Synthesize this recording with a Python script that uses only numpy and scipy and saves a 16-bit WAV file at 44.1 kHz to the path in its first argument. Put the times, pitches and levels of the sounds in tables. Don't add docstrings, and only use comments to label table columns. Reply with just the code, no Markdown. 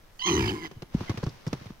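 import sys
import numpy as np
from scipy import signal
from scipy.fft import rfft, irfft
from scipy.io import wavfile
from scipy.ndimage import uniform_filter1d

SR = 44100
rng = np.random.default_rng(int(sys.argv[2]) if len(sys.argv) > 2 else 0)


def unload_wav(signal):
    wavfile.write(
        sys.argv[1],
        SR,
        np.round(np.clip(np.atleast_2d(signal).T, -1, 1) * 32767).astype(np.int16),
    )


N = 79380
T_S = np.arange(N) / SR
BINS_HZ = np.maximum(np.arange(N // 2 + 1) * SR / N, 1e-3)


def undb(db):
    return 10 ** (np.asarray(db) / 20)


def unit(x):
    return x / np.sqrt(np.mean(x ** 2) + 1e-18)


def curve(table, column=1):
    rows = np.array(table)
    return np.interp(T_S, rows[:, 0], rows[:, column])


def swell(table, column=1):
    inside = (T_S > table[0][0]) & (T_S < table[-1][0])
    return undb(curve(table, column)) * uniform_filter1d(inside * 1., size=130)


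def steady(x):
    power = uniform_filter1d(uniform_filter1d(x ** 2, size=900), size=900)
    return x / np.sqrt(np.abs(power) + 1e-12)


def over_hz(points):
    rows = np.array(points)
    return np.interp(np.log(BINS_HZ), np.log(rows[:, 0]), rows[:, 1])


def filtered(x, response):
    return irfft(rfft(x) * response, N)


def colour(x, spectrum):
    return filtered(x, undb(over_hz(spectrum)))


def resonance(hz, width_hz):
    return 1 / (1 + 1j * (BINS_HZ ** 2 - hz ** 2) / (BINS_HZ * width_hz)) ** 2


def lowpass(hz):
    return 1 / np.sqrt(1 + (BINS_HZ / hz) ** 16)


def wobble(hz):
    return unit(filtered(rng.standard_normal(N), 1 / (1 + (BINS_HZ / hz) ** 4)))


def stereo_noise(spectrum, width, spread_db=0):
    mid, side = rng.standard_normal((2, N))
    pair = mid + width * side * np.array([[1], [-1]])
    return unit(colour(pair * undb(spread_db * wobble(hz=900)), spectrum))


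# f/Hz, gain/dB
FIELD_SPECTRUM = [(25, 6.5), (2130, -23.5), (3180, -35), (15000, -30.5)]


def field_air(level_db=-56):
    return undb(level_db) * stereo_noise(FIELD_SPECTRUM, width=0.27)


# t/s, level/dB
RASP_LEVEL = [(.19, -54), (.255, -68), (.266, -29.5), (.315, -32.5), (.495, -35.5), (.52, -41.5),
              (.605, -50.5), (.65, -39.5), (.68, -47.5)]
# f/Hz, gain/dB
OPEN_FORMANTS = [(1130, 4), (1900, 2), (3080, -25), (6150, 4)]
# f/Hz, gain/dB
CLOSING_FORMANTS = [(840, -22), (1680, 6.5), (3080, -1.5), (4850, -8.5)]
# f/Hz, gain/dB
BREATH_SPECTRUM = [(900, 0), (6500, -15.5), (7600, -29.5)]


def rasp(puff, close_at_s=0.385, move_s=0.042, mouth_q=18, low_cut_hz=658):
    air = rng.standard_normal(N)
    wide, narrow = (filtered(air, sum(undb(db) * np.abs(resonance(hz, hz / mouth_q)) for hz, db in mouth))
                    for mouth in (OPEN_FORMANTS, CLOSING_FORMANTS))
    closed = np.clip(.5 + (T_S - close_at_s) / move_s, 0, 1)
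    breath = (1 - closed) * wide + closed * narrow + colour(air, BREATH_SPECTRUM)
    return steady(filtered(breath, 1 - lowpass(low_cut_hz))) * puff * swell(RASP_LEVEL)


def whistle(table, fold_cycles, rough=.58, harmonics_db=(0,), jitter=0.0547, flutter=0.96, pull=0.045):
    beat = np.cos(2 * np.pi * fold_cycles)
    hz = curve(table) * (1 + rough * (jitter * wobble(hz=387) + pull * beat))
    phase = 2 * np.pi * np.cumsum(hz) / SR
    tone = 0
    for k, db in enumerate(harmonics_db):
        gain = undb(db) * (1 - rough ** 2) ** (k / 2)
        tone += gain * np.sin((k + 1) * phase) * (1 + rough * flutter * wobble(hz=98))
    return steady(tone) * (1 + .5 * rough * beat) * swell(table, column=2)


# t/s, length/s, f/Hz, level/dB
VOICE_CRACKS = [(0.194, 0.0235, 1490, -39.5), (.481, 0.021, 1510, -29.5), (1.072, 0.0445, 1040, -48)]


def cracks(fold_cycles):
    return sum(whistle([(start, hz, db), (start + length, hz, db)], fold_cycles,
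                       harmonics_db=(-14.5, 8.5, 2))
               for start, length, hz, db in VOICE_CRACKS)


# t/s, f/Hz, level/dB
SQUEAL_CONTOUR = [(.204, 900, -60), (.216, 925, -43), (.221, 1010, -33), (.23, 985, -36.5),
                  (.252, 1050, -29), (.275, 1035, -27), (.35, 1000, -36), (.40, 942.4, -37.5),
                  (.52, 850, -41)]
# t/s, roughness/0-1
SQUEAL_ROUGHNESS = [(.25, .45), (.28, .62), (.4, .72)]


def squeal(fold_cycles):
    rough = curve(SQUEAL_ROUGHNESS)
    return whistle(SQUEAL_CONTOUR, fold_cycles, rough, harmonics_db=(-2, -7, 4, -4.5, -14, -1))


# f/Hz, gain/dB
HISS_SPECTRUM = [(3000, -11), (6500, -4), (15500, -14)]


def breath_hiss(peak_s=.41, sigma_s=0.12, level_db=-50):
    push = np.exp(-((T_S - peak_s) / sigma_s) ** 2 / 2)
    return undb(level_db) * push * stereo_noise(HISS_SPECTRUM, width=1)


# t/s, chest level/dB, throat level/dB
GRUNT_LEVELS = [(.255, -100, -39), (.30, -36, -24.5), (.385, -28.5, -25), (.45, -28, -31),
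                (.535, -36.5, -31), (.60, -55.5, -44.5), (.655, -62, -38), (.68, -52, -52)]


def grunt(fold_cycles, puff, shimmer_db=2, breathiness=0.8, leak_db=-4):
    closures = np.floor(fold_cycles)
    pulses = np.diff(closures, prepend=closures[0]) * undb(-shimmer_db * wobble(hz=53))
    source = steady(pulses) + breathiness * puff * rng.standard_normal(N)
    chest = filtered(source, resonance(hz=94.7, width_hz=55))
    chest_leak = undb(leak_db) * resonance(hz=187.7, width_hz=57)
    throat = filtered(source, (resonance(hz=349, width_hz=98) + chest_leak) * lowpass(hz=438))
    return -steady(chest) * swell(GRUNT_LEVELS) - steady(throat) * swell(GRUNT_LEVELS, column=2)


# t/s, f/Hz, level/dB
HIGH_CONTOUR = [(.28, 2470, -29), (.36, 2355, -64), (.41, 2330, -36.5), (.54, 2154, -55.5),
                (.62, 2090, -48), (.657, 2000, -41.5), (.677, 1929, -56)]
# t/s, f/Hz, level/dB
WHINE_CONTOUR = [(.552, 1060, -41), (.59, 1000, -49), (.68, 1036, -52)]


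def thin_whistles(fold_cycles):
    return whistle(HIGH_CONTOUR, fold_cycles) + whistle(WHINE_CONTOUR, fold_cycles)


# t/s, f/Hz
FOLD_RATE = [(.255, 185.7), (.305, 172.1), (.325, 90.26), (.42, 58.34), (.485, 56.83), (.57, 158.5)]


def voice(jitter=0.0369, puff_depth=.62):
    fold_hz = curve(FOLD_RATE) * (1 + jitter * wobble(hz=40)) * (T_S > FOLD_RATE[0][0])
    cycles = np.cumsum(fold_hz) / SR
    puff = unit(np.exp(puff_depth * np.cos(2 * np.pi * (cycles - .15))))
    return grunt(cycles, puff) + rasp(puff) + cracks(cycles) + squeal(cycles) + thin_whistles(cycles)


# f/Hz, phase/rad
STEREO_PHASE = [(150, 0), (500, -.4), (1650, -2.9), (2240, -7.6), (3000, -8.4), (15000, -37)]
# f/Hz, level/dB
STEREO_BALANCE = [(400, 1.5), (2400, -7), (7000, -9)]


def place_with_echo(mono, echo_db=-21, decay_s=0.17):
    pan = undb(over_hz(STEREO_BALANCE) / 2)
    left_lead = np.interp(BINS_HZ, *np.array(STEREO_PHASE).T)
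    direct = filtered(mono, np.array([pan * np.exp(1j * left_lead), 1 / pan]))
    tail = rng.standard_normal((2, N)) * np.exp(-T_S / decay_s)
    echo = filtered(mono, rfft(unit(tail)) / np.sqrt(N))
    return direct + undb(echo_db) * echo


def impact(start, db, decay_s, contact_s=0.00037):
    age = np.maximum(T_S - start, 0)
    return undb(db) * (1 - np.exp(-age / contact_s)) * np.exp(-age / decay_s)


def thump(start, hz, lag_s=0.00379, rise_cycles=0.67, bend_s=0.0018):
    age = np.maximum(T_S - start - lag_s, 0)
    rise = age * hz / rise_cycles
    push = (rise * np.exp(1 - rise)) ** 2
    cycles = hz * (age + bend_s * (1 - np.exp(-age / bend_s)))
    return -push * np.cos(2 * np.pi * cycles)


# t/s, level/dB
SPRAY_LEVEL = [(.88, -61.5), (1.0, -45), (1.27, -51.5), (1.42, -54), (1.66, -51), (1.76, -60)]
# f/Hz, gain/dB
GRIT_SPECTRUM = [(900, 9), (6000, -1), (7500, -14), (15500, -19.5)]


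def sand(grit):
    return (grit + undb(curve(SPRAY_LEVEL))) * stereo_noise(GRIT_SPECTRUM, width=1, spread_db=2.5)


# t/s, thump f/Hz, thump level/dB, crunch level/dB, grit level/dB
HOOF_FALLS = [(.713, 142, -42, -43.5, -44), (0.763, 104, -35, -47.5, -73), (0.821, 147, -33, -35, -38.5),
              (0.943, 178.4, -12.5, -40, -44), (1.006, 162, -26, -30, -46.5),
              (1.095, 113.6, -19, -24.5, -29.5), (1.139, 174, -32, -37, -75), (1.174, 116, -27.5, -35, -36),
              (1.230, 137, -20, -28.5, -40), (1.265, 125, -19.5, -30.5, -40),
              (1.466, 141.4, -20, -29, -38.5), (1.529, 131, -22, -24.5, -29), (1.611, 127.5, -36, -41, -54),
              (1.657, 115, -34, -45.5, -53), (1.700, 187, -31, -43, -54)]
# f/Hz, gain/dB
CRUNCH_SPECTRUM = [(100, -7), (360, 2.5), (620, -14), (1100, -12), (12000, -75)]
# f/Hz, gain/dB
RUMBLE_SPECTRUM = [(25, -12), (110, 0), (7000, -76)]


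def hooves(rumble_gain_db=-17):
    thumps, crunch, grit, rumble_power = np.zeros((4, N))
    for start, hz, thump_db, crunch_db, grit_db in HOOF_FALLS:
        thumps += undb(thump_db) * thump(start, hz)
        crunch += impact(start, crunch_db, decay_s=0.01)
        grit += impact(start, grit_db, decay_s=0.0059)
        rumble_power += impact(start, thump_db + rumble_gain_db, decay_s=0.04) ** 2
    grains = sand(grit) + crunch * stereo_noise(CRUNCH_SPECTRUM, width=0.18, spread_db=6)
    rumble = np.sqrt(rumble_power) * stereo_noise(RUMBLE_SPECTRUM, width=0.1)
    return thumps + grains + rumble


# t/s, f/Hz, level/dB
PEBBLE_TICKS = [(1.035, 1180, -45.5), (1.239, 4800, -42), (1.291, 4520, -45.5), (1.476, 5200, -41.5)]


def pebbles(q=2.44):
    ticks = 0
    for start, hz, db in PEBBLE_TICKS:
        ring = steady(filtered(rng.standard_normal(N), resonance(hz, hz / q)))
        ticks += ring * impact(start, db, decay_s=0.0059)
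    return ticks


def scene():
    return place_with_echo(voice()) + breath_hiss() + hooves() + pebbles() + field_air()


def record(dry, top_hz=15700):
    return signal.sosfilt(signal.ellip(10, .2, 80, top_hz, fs=SR, output="sos"), dry)


dry = scene()
out = record(dry)
unload_wav(out)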